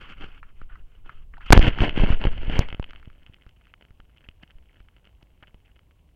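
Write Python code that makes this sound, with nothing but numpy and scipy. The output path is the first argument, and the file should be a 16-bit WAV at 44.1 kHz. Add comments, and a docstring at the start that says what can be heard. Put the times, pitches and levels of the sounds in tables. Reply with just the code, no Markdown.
"""A small camera in a sealed plastic housing is swung by hand, lands hard in grass, is twisted into place and left lying.
Sway and jolts push the microphone directly and overload it, over a faint bed of breeze and distant field noise.
Fingers and turf scrape the shell by stick-slip; fingertips tap it and blades snap against it, and bent grass creeps back.
The shell rings in a few modes and shuts out most of the treble."""
import sys
import numpy as np
from scipy import signal
from scipy.fft import rfft, irfft
from scipy.io import wavfile

SR = 44100
rng = np.random.default_rng(int(sys.argv[2]) if len(sys.argv) > 2 else 0)


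def transcribe(signal):
    """Save signal, clipped to [-1, 1], as a 16-bit WAV file at the path in sys.argv[1]."""
    frames = np.atleast_2d(signal).T
    limited = np.clip(frames, -1, 1)
    pcm = np.round(limited * 32767).astype(np.int16)
    wavfile.write(sys.argv[1], SR, pcm)


N = 271215

# Ringing modes of the plastic shell. Each row: centre in Hz, width of each of two passes in Hz, level in dB.
SHELL = [(590, 500, -4), (954, 560, -5), (1390, 550, -1.5), (1700, 790, -0.5), (2175, 650, 0.5),
         (2613.6, 350, -2), (2960, 790, 3.5), (4453, 540, -24)]


def undb(db):
    """Amplitude gain of a level in dB."""
    return 10 ** (np.asarray(db) / 20)


def unit(x):
    """Scale to rms 1."""
    return x / np.sqrt(np.mean(x ** 2))


def cut(x, hz, kind, order=2):
    """Butterworth low- or high-pass."""
    return signal.sosfilt(signal.butter(order, hz, kind, fs=SR, output="sos"), x)


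def ring(x, hz, width_hz):
    """One resonance, passed twice for steep skirts, gain 1 at its centre."""
    b, a = signal.iirpeak(hz, hz / width_hz, SR)
    once = signal.lfilter(b, a, x)
    return signal.lfilter(b, a, once)


def shell(strikes):
    """Each mode rings to its own strike signal; a dry click passes between them; the walls stop the treble."""
    edge_hz, dry_db = 3240, -5.0
    modes = sum(undb(db) * ring(x, hz, width_hz) for x, (hz, width_hz, db) in zip(strikes[:-1], SHELL))
    click = undb(dry_db) * cut(np.mean(strikes, axis=0), 1400, "high")
    hz, width_hz, db = SHELL[-1]  # the top mode lies above the wall cutoff
    top_mode = undb(db) * ring(strikes[-1], hz, width_hz)
    return cut(modes + click, edge_hz, "low", order=6) + top_mode


def slips(rate_hz, spread_db):
    """Random stick-slip clicks of both signs; exponential spread in dB makes a few much larger."""
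    happens, sign, size = rng.random((N, 3)).T
    size_db = spread_db * np.minimum(-np.log(1 - size), 3)
    return (happens < rate_hz / SR) * np.sign(sign - .5) * undb(size_db)


def flicker(rate_hz, rms_db):
    """Gain wandering in dB as low-passed noise."""
    return undb(rms_db * unit(cut(rng.standard_normal(N), rate_hz, "low")))


def friction(rate_hz, spread_db, own, crackle_db):
    """Slips shared by all modes plus slips felt by one mode; returns the scrape and the thud under it."""
    common = slips(rate_hz, spread_db) * flicker(40, 4.9)
    scrape = shell([common + own * slips(rate_hz, spread_db) * flicker(46, 4.0) for _ in SHELL])
    crackle = cut(cut(common, 3600, "high"), 5500, "low", order=3)
    steps = cut(common, 160, "low", order=1)  # each slip steps the diaphragm
    thud = cut(cut(steps, 110, "high"), 1200, "low")
    return unit(scrape) + undb(crackle_db) * unit(crackle), unit(thud)


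def swells(starts_s, held_ms, top_db, rise_db_s, fall_db_s):
    """Summed gains of gestures that rise, hold and fall, linearly in dB."""
    t = np.arange(N) / SR
    gain = 0
    for start, ms, top, rise in np.broadcast(starts_s, held_ms, top_db, rise_db_s):
        before = np.maximum(start - t, 0)
        after = np.maximum(t - start - ms / 1000, 0)
        gain = gain + undb(top - rise * before - fall_db_s * after)
    return gain


def leak(x):
    """The narrow treble band around 4800 Hz that gets through the walls."""
    return cut(cut(x, 4800, "high", order=3), 4800, "low", order=5)


def snaps(rows, tail_ms, octaves, stray, grit):
    """Clicks with a short scraping tail strike mostly the modes near their own pitch and leak some treble."""
    strikes, edge = np.zeros((len(SHELL), N + SR)), np.zeros(N + SR)
    t_ms, modes_hz = np.arange(SR // 20) / SR * 1000, np.array(SHELL)[:, 0]
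    chance = rng.random((len(rows), len(SHELL)))
    noise = rng.standard_normal((len(rows), len(t_ms)))
    click = 1. * (t_ms == 0)
    click_treble = np.std(leak(click)[t_ms < 2])  # treble level is taken over 2 ms
    for (s, peak_db, hz, treble_db), c, g in zip(rows, chance, noise):
        share = np.exp(-(np.log2(modes_hz / hz) / octaves) ** 2) + stray * c
        blow = grit * g * np.exp(-t_ms / tail_ms)
        blow[0] = 1
        click_peak = np.abs(shell(np.outer(share, click))).max()
        start = int(s * SR)
        span = slice(start, start + len(t_ms))
        strikes[:, span] += undb(peak_db) * np.outer(share, blow) / click_peak
        edge[span] += undb(peak_db + treble_db) * blow / click_treble
    return shell(strikes[:, :N]) + leak(edge[:N])


def sway():
    """The hand rocks the housing: slow pressure swings inside it, as noise between 4.7 and 19 Hz."""
    # Each row: time in seconds, rms level in dB.
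    rocking = [(0, -40), (.1, -45), (.24, -31.5), (.33, -45.5), (.5, -42.5), (.6, -39), (.8, -39.5),
               (.93, -49), (1.1, -39), (1.45, -39.5), (1.5, -39.5), (1.61, -46), (1.64, -19), (2.0, -26),
               (2.55, -20), (2.7, -36), (3.1, -45), (3.5, -73)]
    s, level_db = np.transpose(rocking)
    db = np.interp(np.arange(N) / SR, s, level_db)
    swing = cut(cut(rng.standard_normal(N), 19, "low"), 4.7, "high")
    return undb(db) * unit(swing)


def air():
    """Breeze and distant field noise, shaped on a log-frequency axis; the breeze makes the bass gust."""
    # Background spectrum. Each row: frequency in Hz, relative level in dB per Hz.
    spectrum = [(12, -30.5), (20, 2.5), (57, 6), (197, -14), (1130, -28), (1290, -42), (2440, -34.5),
                (2990, -30.5), (3670, -40), (4500, -48.5), (5850, -72.5), (9900, -120)]
    level_db = -57.5
    points_hz, points_db = np.transpose(spectrum)
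    hz = np.arange(N // 2 + 1) * SR / N + 1  # +1 keeps the log finite
    db = np.interp(np.log(hz), np.log(points_hz), points_db)
    even = undb(level_db) * unit(irfft(rfft(rng.standard_normal(N)) * undb(db), N))
    bass = cut(even, 400, "low", order=1)
    return even + bass * (flicker(31, 0.77) - 1)


def fingers():
    """Skin sliding on the shell: a dense, fine stick-slip scrape whose colour moves with the grip."""
    # Each row: full from in seconds, held in ms, low scrape in dB, high scrape in dB, thud in dB.
    slides = [(0.01, 126, -49, -50.5, -56.5), (0.169, 212, -58.5, -59, -63), (0.213, 29.5, -44.5, -51, -48),
              (0.39, 850, -88, -81.5, -81), (0.438, 66, -64.5, -74, -86), (0.57, 70, -68, -67, -79),
              (0.699, 40, -55, -69, -72), (0.752, 60, -67, -77, -70), (0.87, 124, -72, -76, -77),
              (1.06, 70, -57, -64, -63.5), (1.145, 84, -67, -72.5, -82), (1.336, 34, -62.5, -75, -68),
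              (1.415, 21, -50.5, -57.5, -92), (1.464, 8, -49, -45.5, -60), (1.488, 13, -44, -43.5, -67.5)]
    rise_db_s, fall_db_s = 1197.5, 797
    s, ms, *levels_db = np.transpose(slides)
    scrape, thud = friction(4000, 3.5, 1.1, -29.0)
    low = ring(scrape, 1300, 1150)  # the grip damps the modes between low and high
    high = ring(scrape, 2400, 2200) + cut(scrape, 4000, "high", order=3)
    return sum(swells(s, ms, db, rise_db_s, fall_db_s) * unit(x)
               for db, x in zip(levels_db, (low, high, thud)))


def taps():
    """Fingertips tap the shell: snaps with long scraping tails on a narrow range of modes."""
    # Each row: start in seconds, click peak in dB, strongest mode in Hz, treble against the peak in dB.
    tap_rows = [(0.43, -32.5, 1700, -48), (0.615, -40, 1440, -38), (0.756, -40.5, 1450, -36),
                (1.06, -51, 970, -40), (1.094, -30, 1450, -66), (1.338, -38.5, 1540, -57),
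                (1.369, -42, 1330, -50), (1.38, -38.5, 994, -57), (1.408, -37, 1310, -51)]
    return snaps(tap_rows, tail_ms=5, octaves=.3, stray=.05, grit=0.093)


def jolts():
    """Diaphragm pushes that build up and ease off; each new jolt takes over from the last."""
    # Each row: start in seconds, drive in dB, direction, rise time constant in ms, Gaussian length in ms.
    pushes = [(0.6174, -33, -1, 0.18, 8.9), (1.5052, 5, -1, 0.17, 15), (1.5092, 0, -1, 0.15, 9.1),
              (1.5235, 6, 1, 0.14, 51), (1.5308, 6.5, -1, 0.28, 11), (1.5328, 3.5, 1, 0.26, 5.1),
              (1.560, -3, 1, 1.8, 3.6), (1.569, -1.5, 1, 1.3, 60), (1.5765, 11, -1, 0.24, 13.1),
              (1.594, -6, 1, 0.72, 7.5), (1.630, -7.5, -1, 1.4, 99), (1.6789, -3.5, 1, 1.35, 3.7),
              (1.714, -23, 1, 0.71, 25), (1.8062, -3, 1, 2, 5.1), (1.8212, -7.5, -1, 0.1, 5.4),
              (2, -3, -1, 4.7, 25), (2.015, -2, 1, 10, 25.5), (2.036, -2.5, -1, 0.73, 1.26),
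              (2.0377, -7, 1, 5, 30), (2.103, -2, -1, 1.7, 5.3), (2.127, 2, 1, 14.6, 20.5),
              (2.2527, -9.5, -1, 0.16, 11.5), (2.27, -7, 1, 0.89, 11.4), (2.481, -11.5, -1, 1.9, 27),
              (2.5921, -1.5, 1, 0.068, 4), (2.7277, -26, 1, 0.088, 6.6), (2.746, -26.5, 1, 0.11, 1.9),
              (2.7976, -15, 1, 0.12, 5.4), (2.83, -40, 1, .4, 2.6), (3.075, -22, -1, 2.2, 3.2),
              (3.296, -29.5, -1, 2.15, 4.5), (3.4653, -38.5, 1, 0.33, 8.7), (3.907, -35.5, 1, 2.2, 7.5),
              (3.999, -38.5, 1, 0.39, 10), (4.2876, -34.5, 1, 0.47, 6.3), (4.554, -31, 1, 6.6, 17),
              (4.805, -37.5, -1, 1.2, 7.8), (5.229, -39.5, -1, 0.37, 3.43), (5.426, -42, -1, 0.33, 3.8),
              (5.545, -38, -1, 0.16, 7.4)]
    out, t_ms = np.zeros(N + SR), np.arange(SR // 10) / SR * 1000
    for s, db, way, rise_ms, length_ms in pushes:
        i = int(s * SR)
        fade = np.exp(-t_ms / rise_ms)
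        push = np.sign(way) * undb(db) * (1 - fade) * np.exp(-(t_ms / length_ms) ** 2)
        out[i:i + len(t_ms)] = out[i - 1] * fade + push
    blocked = cut(out[:N], 3.3, "high", order=1)
    return cut(blocked, 3100, "low", order=1)  # the rubber mount softens the edge


def rattle():
    """Loose parts buzz briefly at two knocks: band noise with an abrupt fade."""
    # Each row: start in seconds, length in ms, level in dB, centre in Hz.
    buzzes = [(1.5243, 7.8, 11, 800.5), (2.592, 1.4, -15.5, 2897)]
    out, noise = 0, rng.standard_normal(N)
    for s, ms, db, hz in buzzes:
        t = np.arange(N) / SR - s
        buzz = cut(cut(noise, hz * 2, "low", order=3), hz / 2, "high", order=1)
        fade = (t > 0) * np.exp(-(1000 * t / ms) ** 4)
        out = out + undb(db) * fade * unit(buzz)
    return out


def rub():
    """Turf drags over the shell in coarse grains as it lands and is twisted; hard strokes sizzle through the walls."""
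    # Each row: full from in seconds, held in ms, scrape in dB, thud in dB, rise in dB/s.
    strokes = [(1.538, 22, -25.5, -17, 1501), (1.612, 72, -29, -27, 1500), (1.719, 40, -49.5, -44, 501),
               (1.812, 38, -29, -24, 330), (1.875, 35, -46.5, -43, 498.5),
               (1.974, 59.6, -32.5, -27.5, 395.5), (2.091, 43, -32.5, -26, 448),
               (2.207, 64.4, -39.5, -33, 1202), (2.317, 123, -49, -50, 497),
               (2.524, 104, -35.5, -32.5, 221.5)]
    fall_db_s, sizzle_db, sizzle_power = 500, -43, 1.7  # sizzle level is that of the hardest stroke
    s, ms, scrape_db, thud_db, rise_db_s = np.transpose(strokes)
    scrape, thud = friction(1500, 4.9, 1.0, -34.5)
    drag = swells(s, ms, scrape_db, rise_db_s, fall_db_s)
    weight = swells(s, ms, thud_db, rise_db_s, fall_db_s)
    sizzle = unit(cut(cut(slips(3000, 4.3), 2700, "high"), 3400, "low", order=3))
    sizzle_gain = undb(sizzle_db) * (drag / drag.max()) ** sizzle_power  # grows faster than the scrape
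    return drag * scrape + weight * thud + sizzle_gain * sizzle


def ticks():
    """Grass blades snap against the shell: very short snaps spread over more modes."""
    # Each row: start in seconds, click peak in dB, strongest mode in Hz, treble against the peak in dB.
    tick_rows = [(1.593, -18.5, 802, -18), (1.612, -28, 1130, -31), (1.627, -11.5, 2580, -31),
                 (1.679, -13, 2820, -40), (1.734, -42, 2520, -28), (1.787, -17.5, 1300, -34),
                 (1.805, -12.5, 3000, -44.5), (1.894, -14, 2620, -36), (1.963, -23.5, 2630, -38),
                 (2.062, -22, 1450, -48), (2.092, -29, 851, -35), (2.203, -40, 1210, -27),
                 (2.215, -23.5, 966, -45), (2.24, -15.5, 795, -55), (2.27, -18, 1560, -42),
                 (2.328, -38, 856, -25), (2.449, -32, 2840, -30.5), (2.627, -44.5, 2710, -32.5),
                 (2.687, -27, 872, -29), (2.703, -27.5, 2590, -40), (2.727, -23, 2270, -52),
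                 (2.747, -26.5, 2860, -50), (2.827, -28.5, 855, -48), (2.842, -25.5, 2860, -44.5),
                 (2.908, -32, 2160, -27), (2.933, -35, 1360, -34), (2.96, -32, 2680, -44),
                 (2.998, -44, 2840, -29.5), (3.029, -40, 1340, -37), (3.056, -40.5, 2640, -33),
                 (3.101, -42, 1446, -37), (3.232, -49.5, 2990, -25.5), (3.264, -38.5, 3020, -30.5),
                 (3.343, -39, 2880, -30), (3.422, -43.5, 2786, -36), (3.465, -44, 1350, -29),
                 (3.492, -44.5, 3040, -22), (3.654, -49.5, 3090, -32), (3.67, -46.5, 1900, -28.5),
                 (3.739, -33, 2090, -39), (3.811, -43.5, 880, -43), (3.907, -49.5, 1380, -25.5),
                 (4.002, -40, 1365, -35), (4.096, -54, 1326, -34), (4.173, -46, 3073, -24),
                 (4.288, -32, 3000, -32.5), (4.313, -51.5, 2920, -35), (4.429, -45.5, 1760, -21),
                 (4.477, -49, 3035, -29), (4.507, -40.5, 2947, -30), (4.803, -46, 1350, -27.5),
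                 (4.886, -43, 1975, -36.5), (5.053, -45.5, 3090, -25.5), (5.228, -47, 2435, -18),
                 (5.426, -39, 1390, -38), (5.472, -44, 2930, -36), (5.544, -46.5, 3030, -28.5),
                 (5.658, -52.5, 2950, -26), (5.717, -54, 2913, -31.5), (5.759, -52, 2985, -29),
                 (5.792, -44.5, 2046, -32.5), (5.91, -49, 2070, -33)]
    return snaps(tick_rows, tail_ms=0.67, octaves=0.62, stray=0.41, grit=.04)


def settle():
    """Bent blades spring back in a fading rustle, then creep one by one and in bunches: a sparse crackle."""
    # Blades slipping together. Each row: middle in seconds, length in ms, level in dB.
    bunches = [(3.23, 11.8, -63.5), (3.562, 26, -67), (3.691, 73, -65.5), (3.82, 22, -66),
               (4.178, 23, -63.5), (4.25, 36, -63.5), (4.431, 26, -62), (4.501, 28.6, -65), (4.78, 57, -71),
               (5.062, 63, -67.5), (5.221, 24.5, -67), (5.44, 21.4, -56.5), (5.491, 34.4, -63.5),
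               (5.681, 54, -68), (5.981, 24, -72.5)]
    let_go_s = 2.66
    settle_db, settle_fall_db_s = -51, 41
    creep_db, creep_fall_db_s = -65.5, 3.5
    t = np.arange(N) / SR
    since = np.maximum(t - let_go_s, 0)
    rustle, rumble = friction(350, 5.8, 0.49, -37.5)
    scrape, thud = friction(120, 5.9, 0.66, -33)
    dense = (t > let_go_s) * undb(settle_db - settle_fall_db_s * since)
    sparse = (t > let_go_s) * undb(creep_db - creep_fall_db_s * since) * flicker(6.3, 2.4)
    for s, ms, top_db in bunches:
        sparse = sparse + undb(top_db) * np.exp(-((t - s) * 2000 / ms) ** 4)
    return dense * (rustle + undb(1.5) * rumble) + sparse * (scrape + undb(-2.5) * thud)


def scene():
    """Everything reaches one microphone."""
    handling = sway() + fingers() + taps()
    landing = jolts() + rattle() + rub() + ticks()
    return (handling + landing + settle() + air())[None]


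def record(dry):
    """The preamp clips hard and rounds the edges; a capacitor blocks the offset; the converter hisses; the top is cut."""
    clip_down, clip_up = -0.75, 0.65
    hiss_db, top_hz = -80.5, 16000
    clipped = np.clip(dry, clip_down, clip_up)
    blocked = cut(clipped, 1, "high", order=1)
    rounded = cut(blocked, 12000, "low", order=1)
    hiss = undb(hiss_db) * rng.standard_normal(N)
    top_cut = signal.ellip(10, .2, 80, top_hz, fs=SR, output="sos")
    return signal.sosfilt(top_cut, rounded + hiss)


dry = scene()
out = record(dry)
transcribe(out)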